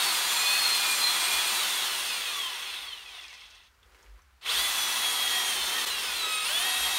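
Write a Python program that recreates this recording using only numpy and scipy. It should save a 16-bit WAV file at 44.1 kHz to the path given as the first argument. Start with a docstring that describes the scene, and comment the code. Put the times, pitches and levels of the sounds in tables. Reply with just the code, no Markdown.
"""An electric drill turns a mixing paddle in a plastic bucket of wet paper pulp, in a small tiled workshop.
It runs fast, coasts to a stop as the paddle is lifted, then starts again and labours deep in the pulp.
Armature slots and gear teeth whine at multiples of the motor speed; gears rattle, fan and brushes hiss.
Pulp churns, crumbs tick on the plastic, clods, paddle and trigger knock. Under it all lie room tone
and a low rumble with a few dull thumps. Near the end the level dips briefly."""
import sys
import numpy as np
from scipy import signal
from scipy.fft import rfft, irfft, next_fast_len
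from scipy.io import wavfile
from scipy.ndimage import uniform_filter1d

SR = 44100
rng = np.random.default_rng(int(sys.argv[2]) if len(sys.argv) > 2 else 0)


def store_wav(level_fs):
    """Save 16-bit WAV to argv[1]."""
    pcm = np.round(np.clip(np.atleast_2d(level_fs), -1, 1) * 32767)
    wavfile.write(sys.argv[1], SR, pcm.T.astype(np.int16))


N = 307818
TIME = np.arange(N) / SR
SLOTS, PINION_TEETH, SECOND_MESH = 12, 7, 2.755  # pulses per motor turn: armature, first and second gears

# motor spinning the paddle lightly: time_s, speed_hz
LIGHT_SPEED = [(0.0, 389.2), (0.21, 339.8), (0.27, 336.5), (0.37, 348.5), (0.57, 362.8), (0.72, 350.3),
               (1.0, 344.9), (1.2, 344), (1.5, 349)]
# motor labouring deep in the pulp: time_s, speed_hz
LABOUR_SPEED = [(4.64, 286.7), (4.85, 282.7), (5.15, 274.7), (5.3, 271.7), (5.46, 269.7), (5.63, 252.7),
                (5.78, 264.3), (5.94, 236.8), (6.25, 183.3), (6.44, 180.1), (6.54, 237.4), (6.66, 270.0),
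                (6.98, 269.2)]
# pressure on the gear teeth (0 light, 1 stirring, 2 labouring): time_s, load
TOOTH_LOAD = [(0, 0.26), (1.45, 0.22), (2.0, 0.9), (2.35, 1.5), (4.6, 1.06), (5.4, 1.5), (5.7, 0.87),
              (6.1, 0.86), (6.3, 1.67), (6.6, 1.9), (6.98, 2.07)]
# faders that ride the motor speed, ahead of the mix trims: speed_hz, air_db, brush_db, rattle_db
SPEED_FADERS = [(15, -66, -85, -54.5), (38.86, -58.5, -71, -46), (73.6, -55.5, -58, -45),
                (105.5, -46.5, -47.5, -34.5), (176, -41, -38, -32), (270, -35.5, -33, -33.5),
                (374, -32, -29.5, -33)]
# the paddle bites or slips, so the drill roars more or less: centre_s, half_length_s, boost_db
PADDLE_BITES = [(.21, 0.085, 0), (0.547, 0.074, 0), (2.05, 0.094, 0), (3.171, 0.084, 4),
                (5.97, 0.043, -2.5)]
# slot whine and three gear mesh harmonics, before EQ: speed_multiple, light_db, stirring_db, labouring_db
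MAIN_WHINES = [(12, -35.5, -35.5, -37.5), (7, -36.5, -46.5, -35), (14, -33.5, -44.5, -37),
               (21, -39.5, -40.5, -39.5)]
# how the housing radiates the main whines: frequency_hz, gain_db
WHINE_EQ = [(700, -18), (1150, -6), (1300, -9), (1550, -6), (1900, -10), (2450, -1.5), (2800, -3),
            (3300, 0), (4200, -4.5), (4900, -9.5), (5900, -9), (7300, -5.5)]
# one tone sings out for a moment: centre_s, half_length_s, speed_multiple, boost_db
TONE_SWELLS = [(.1, 0.049, 12, 11), (0.348, .06, 21, 12), (0.466, 0.1, 7, 5), (.61, 0.15, 12, 12),
               (0.953, 0.23, 7, 7), (1.35, .15, 24, 9), (1.03, 0.069, 12, 7.5), (1.751, 0.25, 12, 2),
               (2.407, 0.12, 7, 5), (2.411, 0.065, 21, 11), (4.497, 0.046, 21, 8), (4.552, 0.069, 14, 12),
               (4.659, 0.12, 7, 16.5), (4.863, 0.081, 21, 8), (5.333, 0.12, 12, 5.5), (5.384, 0.13, 7, 14),
               (5.61, 0.067, 14, 7), (5.77, .07, 7, 18), (6.329, 0.2, 7, 7), (6.303, .14, 21, 8),
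               (6.337, .14, 28, 11.5), (6.366, 0.08, 49, 14), (6.5, .035, 21, 10), (6.55, 0.083, 14, 8)]
# weaker tones that ride the air fader: speed_multiple, light_db, stirring_db, labouring_db
SHAFT_OVERTONES = [(1, -33, -24.5, -24.5), (18, -33, -28, -19), (24, -11, -11.5, -11.5),
                   (28, -19.5, -30, -9.5), (35, -51, -10.5, -11.5), (42, -34.5, -11, -5),
                   (49, -37, -20, -6), (56, -26.5, -27, -12)]
# second gear stage sidebands: first_mesh_harmonic, second_mesh_offset, light_db, stirring_db, labouring_db
GEAR_SIDEBANDS = [(0, 1, -19, -25, -12), (1, 1, -4, -40.5, -13.5), (2, 1, -36, -9.5, -59),
                  (4, -1, -31, -18, -19), (5, 1, -40, -29, -6)]
# how the housing radiates overtones and sidebands: frequency_hz, gain_db
OVERTONE_EQ = [(150, -22), (260, -4), (750, 0.5), (1500, 5), (4300, 7.5), (6500, -5), (7800, -4),
               (9000, -1), (9800, 4), (10500, -15), (11500, -1), (12600, 7), (13300, -18), (16000, -18)]
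# colour of the cooling air: frequency_hz, gain_db
FAN_EQ = [(100, -30.5), (145, -28.5), (210, -14.5), (300, -16.5), (380, -13), (610, -11.5), (720, -4),
          (1100, -0.5), (1400, -1.5), (1650, -3), (2400, -3), (4400, -0.5), (5000, -12.5), (16000, -24)]
# resonances of the motor vents: centre_hz, width_hz, gain_db
VENT_MODES = [(5530, 2800, -2), (7320, 980, 0.5), (8490, 630, 1.5), (9730, 670, 1), (11300, 1000, -4),
              (12850, 980, -3.5), (14900, 2100, -8.5)]
# resonances of the gear case: centre_hz, width_hz, gain_db
GEAR_CASE_MODES = [(480, 87, -11.5), (1065, 97, -3), (2010, 284, -1.5), (2645, 168, 4.5), (3360, 310, 5.5),
                   (4330, 600, -6.5), (5150, 440, -8), (6350, 300, -11), (8660, 440, -12)]
# colour of pulp churning in the bucket: frequency_hz, gain_db
PULP_EQ = [(60, -15.5), (140, -34), (215, -3.5), (300, -2), (400, 4.5), (520, 6.5), (600, -3.5), (1000, 3),
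           (2000, -1.5), (3200, -5.5), (5500, -14), (8000, -14), (16000, -20)]
# pulp is heaved up, flung off or slumps back: centre_s, half_length_s, pulp_db, crumbs_db
PULP_HEAVES = [(1.948, 0.21, -52, -66), (3.19, 0.32, -83, -56), (4.0, 0.16, -60.5, -72),
               (5.95, .5, -47.5, -69)]
# fader of the low rumble: time_s, level_db
RUMBLE_FADER = [(0, -69), (.8, -71), (1.8, -69), (3.5, -68), (4.3, -63.5), (6.98, -64.5)]
# colour of the rumble: frequency_hz, gain_db
RUMBLE_EQ = [(20, -55), (32, -26), (45, 2), (56, 5.5), (72, -0.5), (90, -6.5), (110, -20.5), (150, -26),
             (400, -35), (2000, -80)]
# still air of the workshop: frequency_hz, gain_db
ROOM_TONE_EQ = [(60, -5), (150, -5), (500, -7), (1400, 2.5), (3200, -7), (8000, -14.5), (15000, -18)]
# dull thumps in the low end: centre_s, peak_db, pitch_hz, half_length_s
LOW_THUMPS = [(1.365, -52, 52, .04), (4.131, -45.5, 50, 0.048), (4.596, -48, 52.34, 0.038),
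              (6.838, -48, 53.85, 0.046)]
# slots clicking past the brushes as the motor coasts: slot_harmonic, gain_db
BUZZ_HARMONICS = [(1, 2), (2, -16), (3, -6.5), (4, -5.5), (5, -9)]
# the gear case passes mostly the mids of that buzz: frequency_hz, gain_db
BUZZ_EQ = [(400, -29), (900, -9), (1400, -5), (2100, 13.5), (4300, 10), (5500, -11), (7000, -18),
           (14000, -35)]
# clods landing, knocks of paddle and trigger: start_s, level_db, centre_hz
KNOCK_HITS = [(3.328, -37, 2120), (3.67, -58, 3220), (3.83, -46, 3250), (3.946, -43, 2010),
              (4, -48.5, 1630), (4.028, -48, 5990), (4.062, -48, 2400), (4.191, -46, 1130),
              (4.22, -52, 5940), (4.286, -65, 1280), (4.414, -43, 4050)]
# a brief dip in the whole mix: time_s, gain
LEVEL_DIP = [(5.850, 1), (5.853, 0.17), (5.858, 0.38), (5.868, 1)]


def undb(db):
    """Decibels to gain."""
    return 10 ** (np.asarray(db) / 20)


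def unit(x):
    """Scale to rms 1."""
    return x / np.sqrt(np.mean(x ** 2))


def curves(rows):
    """Automation lanes: each column after time_s, drawn out to every sample."""
    times, *columns = np.transpose(rows)
    return [np.interp(TIME, times, column) for column in columns]


def swell(centre_s, half_length_s):
    """A smooth rise and fall around one moment, peaking at 1."""
    return np.exp(-((TIME - centre_s) / half_length_s) ** 2)


def walk(rate_hz):
    """A random modulator: sample and hold, smoothed twice; rms 1."""
    hold = max(int(SR / rate_hz), 2)
    steps = np.repeat(rng.standard_normal(N)[:N // hold + 1], hold)
    return unit(uniform_filter1d(uniform_filter1d(steps, hold), hold)[:N])


def equalise(x, eq):
    """Apply an EQ curve of frequency_hz, gain_db points."""
    hz, db = np.transpose(eq)
    size = next_fast_len(N)
    bins_hz = np.maximum(np.fft.rfftfreq(size, 1 / SR), 1)
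    gain = undb(np.interp(np.log(bins_hz), np.log(hz), db))
    return irfft(rfft(x, size) * gain, size)[:N]


def colour(x, eq):
    """EQ a sound and scale it to rms 1."""
    return unit(equalise(x, eq))


def resonate(x, centre_hz, width_hz):
    """One resonance, gain 1 at its centre."""
    return signal.lfilter(*signal.iirpeak(centre_hz, centre_hz / width_hz, fs=SR), x)


def body(x, modes):
    """Ring a bank of resonances of alternating polarity; rms 1."""
    rings = ((-1) ** k * undb(db) * resonate(x, hz, width) for k, (hz, width, db) in enumerate(modes))
    return unit(sum(rings))


def motor_speed(release_s=1.51, rest_s=3.7, pull_s=4.41, drag_s=1.65, friction_hz=106.5):
    """Turns per second: a light run, a coast against drag and friction, a rest, a spin-up into the pulp."""
    drag = np.exp(-np.maximum(TIME - release_s, 0) / drag_s)
    first_run = np.maximum((curves(LIGHT_SPEED)[0] + friction_hz) * drag - friction_hz, 0)
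    grab = np.clip((rest_s - TIME) / 0.12, 0, 1)  # friction grabs the shaft just before it rests
    spin_up = np.sin(np.pi / 2 * np.clip((TIME - pull_s) / 0.22, 0, 1))
    return first_run * grab + curves(LABOUR_SPEED)[0] * spin_up


def effort_db(speed, torque_db=6, full_torque_hz_per_s=2800):
    """The drill roars more as it accelerates or the paddle bites, less when the paddle slips."""
    torque = np.clip(np.gradient(speed) * SR / full_torque_hz_per_s, 0, 1)
    bites_db = sum(db * swell(s, half_s) for s, half_s, db in PADDLE_BITES)
    return torque_db * uniform_filter1d(torque, SR // 50) + bites_db


def shaft_tone(turns, multiple, flutter_db, blur_rad, waver_db=3.0):
    """A sine locked to the shaft; uneven contact shakes its level and phase."""
    level = undb(waver_db * walk(22) + flutter_db * walk(160))
    return unit(level * np.sin(2 * np.pi * multiple * turns + blur_rad * walk(130)))


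def tone_fader_db(multiple, load, load_dbs):
    """A tone's level follows the load on the teeth, lifted wherever it sings out."""
    lift_db = sum(db * swell(s, half_s) for s, half_s, which, db in TONE_SWELLS if which == multiple)
    return np.interp(load, [0, 1, 2], load_dbs) + lift_db


def whine(turns, speed, load, wander_db=0.32, full_siren_hz=270, siren_db_per_decade=47):
    """The armature slots sing like a siren, weaker at low speed; the pinion adds its mesh harmonics."""
    siren = np.minimum(speed / full_siren_hz, 1) ** (siren_db_per_decade / 20)
    out = 0
    for multiple, *load_dbs in MAIN_WHINES:
        level = undb(tone_fader_db(multiple, load, load_dbs) + wander_db * walk(9))
        if multiple == SLOTS:
            level *= siren
        out += level * shaft_tone(turns, multiple, flutter_db=2.0, blur_rad=0.22)
    return equalise(out, WHINE_EQ)


def overtones(turns, load, top_hz=11600):
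    """Load presses the teeth together and rebalances high mesh harmonics and second-stage sidebands."""
    sidebands = [(k * PINION_TEETH + side * SECOND_MESH, *dbs) for k, side, *dbs in GEAR_SIDEBANDS]
    out = 0
    for multiple, *load_dbs in [*SHAFT_OVERTONES, *sidebands]:
        level = undb(tone_fader_db(multiple, load, load_dbs))
        out += level * shaft_tone(turns, multiple, flutter_db=2.5, blur_rad=0.2)
    grease = signal.butter(8, top_hz, fs=SR, output="sos")  # cushioned teeth lose their top end
    return signal.sosfilt(grease, equalise(out, OVERTONE_EQ))


def fan_air():
    """Turbulent cooling air rushes out of the housing."""
    return colour(rng.standard_normal(N), FAN_EQ) * undb(0.33 * walk(30))


def brush_hiss(turns, spark_db=-0.5, swing=0.17):
    """Carbon brushes scrape and spark on the commutator, unevenly round each turn, through the vents."""
    scrape = rng.standard_normal(N) * undb(spark_db * walk(2500))
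    once_per_turn = 1 + swing * np.sin(2 * np.pi * turns)
    return body(scrape * once_per_turn, VENT_MODES) * undb(0.7 * walk(45))


def gear_rattle(turns, scatter_db=2.5, scrape=0.24, throb=0.16):
    """Teeth knock and scrape, harder once per turn of the big wheel, and ring the gear case."""
    contacts = np.diff(np.floor(turns * PINION_TEETH), prepend=0)  # one click per tooth
    strength = undb(scatter_db * np.clip(rng.standard_normal(N), -2, 2))
    blows = contacts * strength * np.sign(rng.standard_normal(N))
    wheel = 1 + throb * np.sin(2 * np.pi * turns * SECOND_MESH / SLOTS)
    return body((blows + scrape * rng.standard_normal(N)) * wheel, GEAR_CASE_MODES)


def pulp(grains_per_s=1500, scatter_db=2.0):
    """Countless wet crumbs tear, rub and land in the bucket: a granular mush."""
    grains = (rng.random(N) < grains_per_s / SR) * rng.choice([-1, 1], N)
    sizes = undb(scatter_db * np.minimum(rng.exponential(size=N), 3))
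    return colour(grains * sizes, PULP_EQ) * undb(3.0 * walk(22))


def spatter(crumbs_per_s=260, scatter_db=3, t60_s=0.022):
    """Single crumbs tick on the plastic, each a tiny bright splash."""
    ticks = rng.random(N) < crumbs_per_s / SR
    sizes = undb(scatter_db * np.minimum(rng.exponential(size=N), 3))
    tails = signal.lfilter([1], [1, -undb(-60 / (t60_s * SR))], ticks * sizes)
    splashes = tails * rng.standard_normal(N)
    return colour(splashes, [(300, -19), (1500, -2), (5500, 8), (12000, -18), (16000, -20)])


def bucket(speed, pulp_db=-57.5, crumbs_db=-64, reference_hz=270, db_per_decade=19.5):
    """Pulp churns and crumbs fly with the speed of the paddle, and more at each heave."""
    stir = (speed / reference_hz) ** (db_per_decade / 20)
    churn, crumbs = undb(pulp_db) * stir, undb(crumbs_db) * stir
    for s, half_s, heave_db, fling_db in PULP_HEAVES:
        churn += undb(heave_db) * swell(s, half_s)
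        crumbs += undb(fling_db) * swell(s, half_s)
    return churn * pulp() + crumbs * spatter()


def rumble(wander_db=-1.0):
    """A boom near 50 Hz that swells now and then into a dull thump."""
    level = undb(curves(RUMBLE_FADER)[0] + wander_db * walk(4.8))
    out = level * colour(rng.standard_normal(N), RUMBLE_EQ)
    for s, peak_db, pitch_hz, half_s in LOW_THUMPS:
        out += undb(peak_db) * swell(s, half_s) * np.sin(2 * np.pi * pitch_hz * (TIME - s))
    return out


def room_tone(level_db=-66.5):
    """The still air of the workshop: a faint, steady bed."""
    return undb(level_db) * colour(rng.standard_normal(N), ROOM_TONE_EQ)


def coasting_buzz(turns, speed, loudest_speed_hz=78, spread_hz=42):
    """Slots click past the brushes: a buzz that comes through at low speed and falls with the motor."""
    buzz = sum(undb(db) * shaft_tone(turns, k * SLOTS, flutter_db=4.5, blur_rad=1.0)
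               for k, db in BUZZ_HARMONICS)
    fade = np.exp(-((speed - loudest_speed_hz) / spread_hz) ** 2)
    return equalise(unit(buzz) * fade, BUZZ_EQ)


def knocks(t60_s=0.035, relative_width=0.2, trim_db=-3):
    """Clods, paddle and trigger make short damped hits, each with its own centre of brightness."""
    out, t = np.zeros(N), np.arange(SR // 8) / SR
    for start_s, level_db, centre_hz in KNOCK_HITS:
        burst = rng.standard_normal(len(t)) * undb(-60 * t / t60_s)
        hit = resonate(burst, centre_hz, relative_width * centre_hz)
        start = int(start_s * SR)
        out[start:start + len(t)] += undb(level_db + trim_db) * hit / np.abs(hit).max()
    return out


def workshop(x, wet_db, t60_s=0.12, predelay_s=0.003):
    """A tight room: dense short reflections from tiles and crates."""
    t = np.arange(SR // 2) / SR
    echoes = rng.standard_normal(len(t)) * undb(-60 * t / t60_s) * (t > predelay_s)
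    return x + undb(wet_db) * signal.fftconvolve(x, echoes / np.linalg.norm(echoes))[:N]


def scene():
    """One shaft drives every layer of the drill; bucket and room join it in a mono mix."""
    speed, load = motor_speed(), curves(TOOTH_LOAD)[0]
    turns = np.cumsum(speed * (1 + 0.0009 * walk(25))) / SR  # lumps tug at the paddle
    running = np.tanh(speed / 4)  # a motor at rest is silent
    speeds, *faders = np.transpose(SPEED_FADERS)
    effort = effort_db(speed)
    air_db, brush_db, rattle_db = (np.interp(speed, speeds, db) + effort for db in faders)
    pressed = 1 - np.exp(-(speed / 135) ** 4)  # slow gears run slack and lose their tones
    tones = pressed * (whine(turns, speed, load) + undb(air_db) * overtones(turns, load))
    tones += undb(rattle_db - 11.0) * coasting_buzz(turns, speed)
    hiss = undb(air_db + 2.0) * fan_air() + undb(brush_db - 3.0) * brush_hiss(turns)
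    gears = undb(rattle_db - 4.5) * gear_rattle(turns)
    bed = rumble() + room_tone()
    tone_bus = workshop(running * tones, wet_db=-15)
    noise_bus = workshop(running * (hiss + gears) + bucket(speed) + knocks(), wet_db=-7.5)
    mono = tone_bus + noise_bus + bed
    return np.array([mono, mono])


def record(dry, top_hz=15700):
    """The level dips once, briefly; a steep low-pass takes off the very top."""
    high_cut = signal.ellip(10, 0.2, 80, top_hz, fs=SR, output="sos")
    return signal.sosfilt(high_cut, dry * curves(LEVEL_DIP)[0])


dry = scene()
out = record(dry)
store_wav(out)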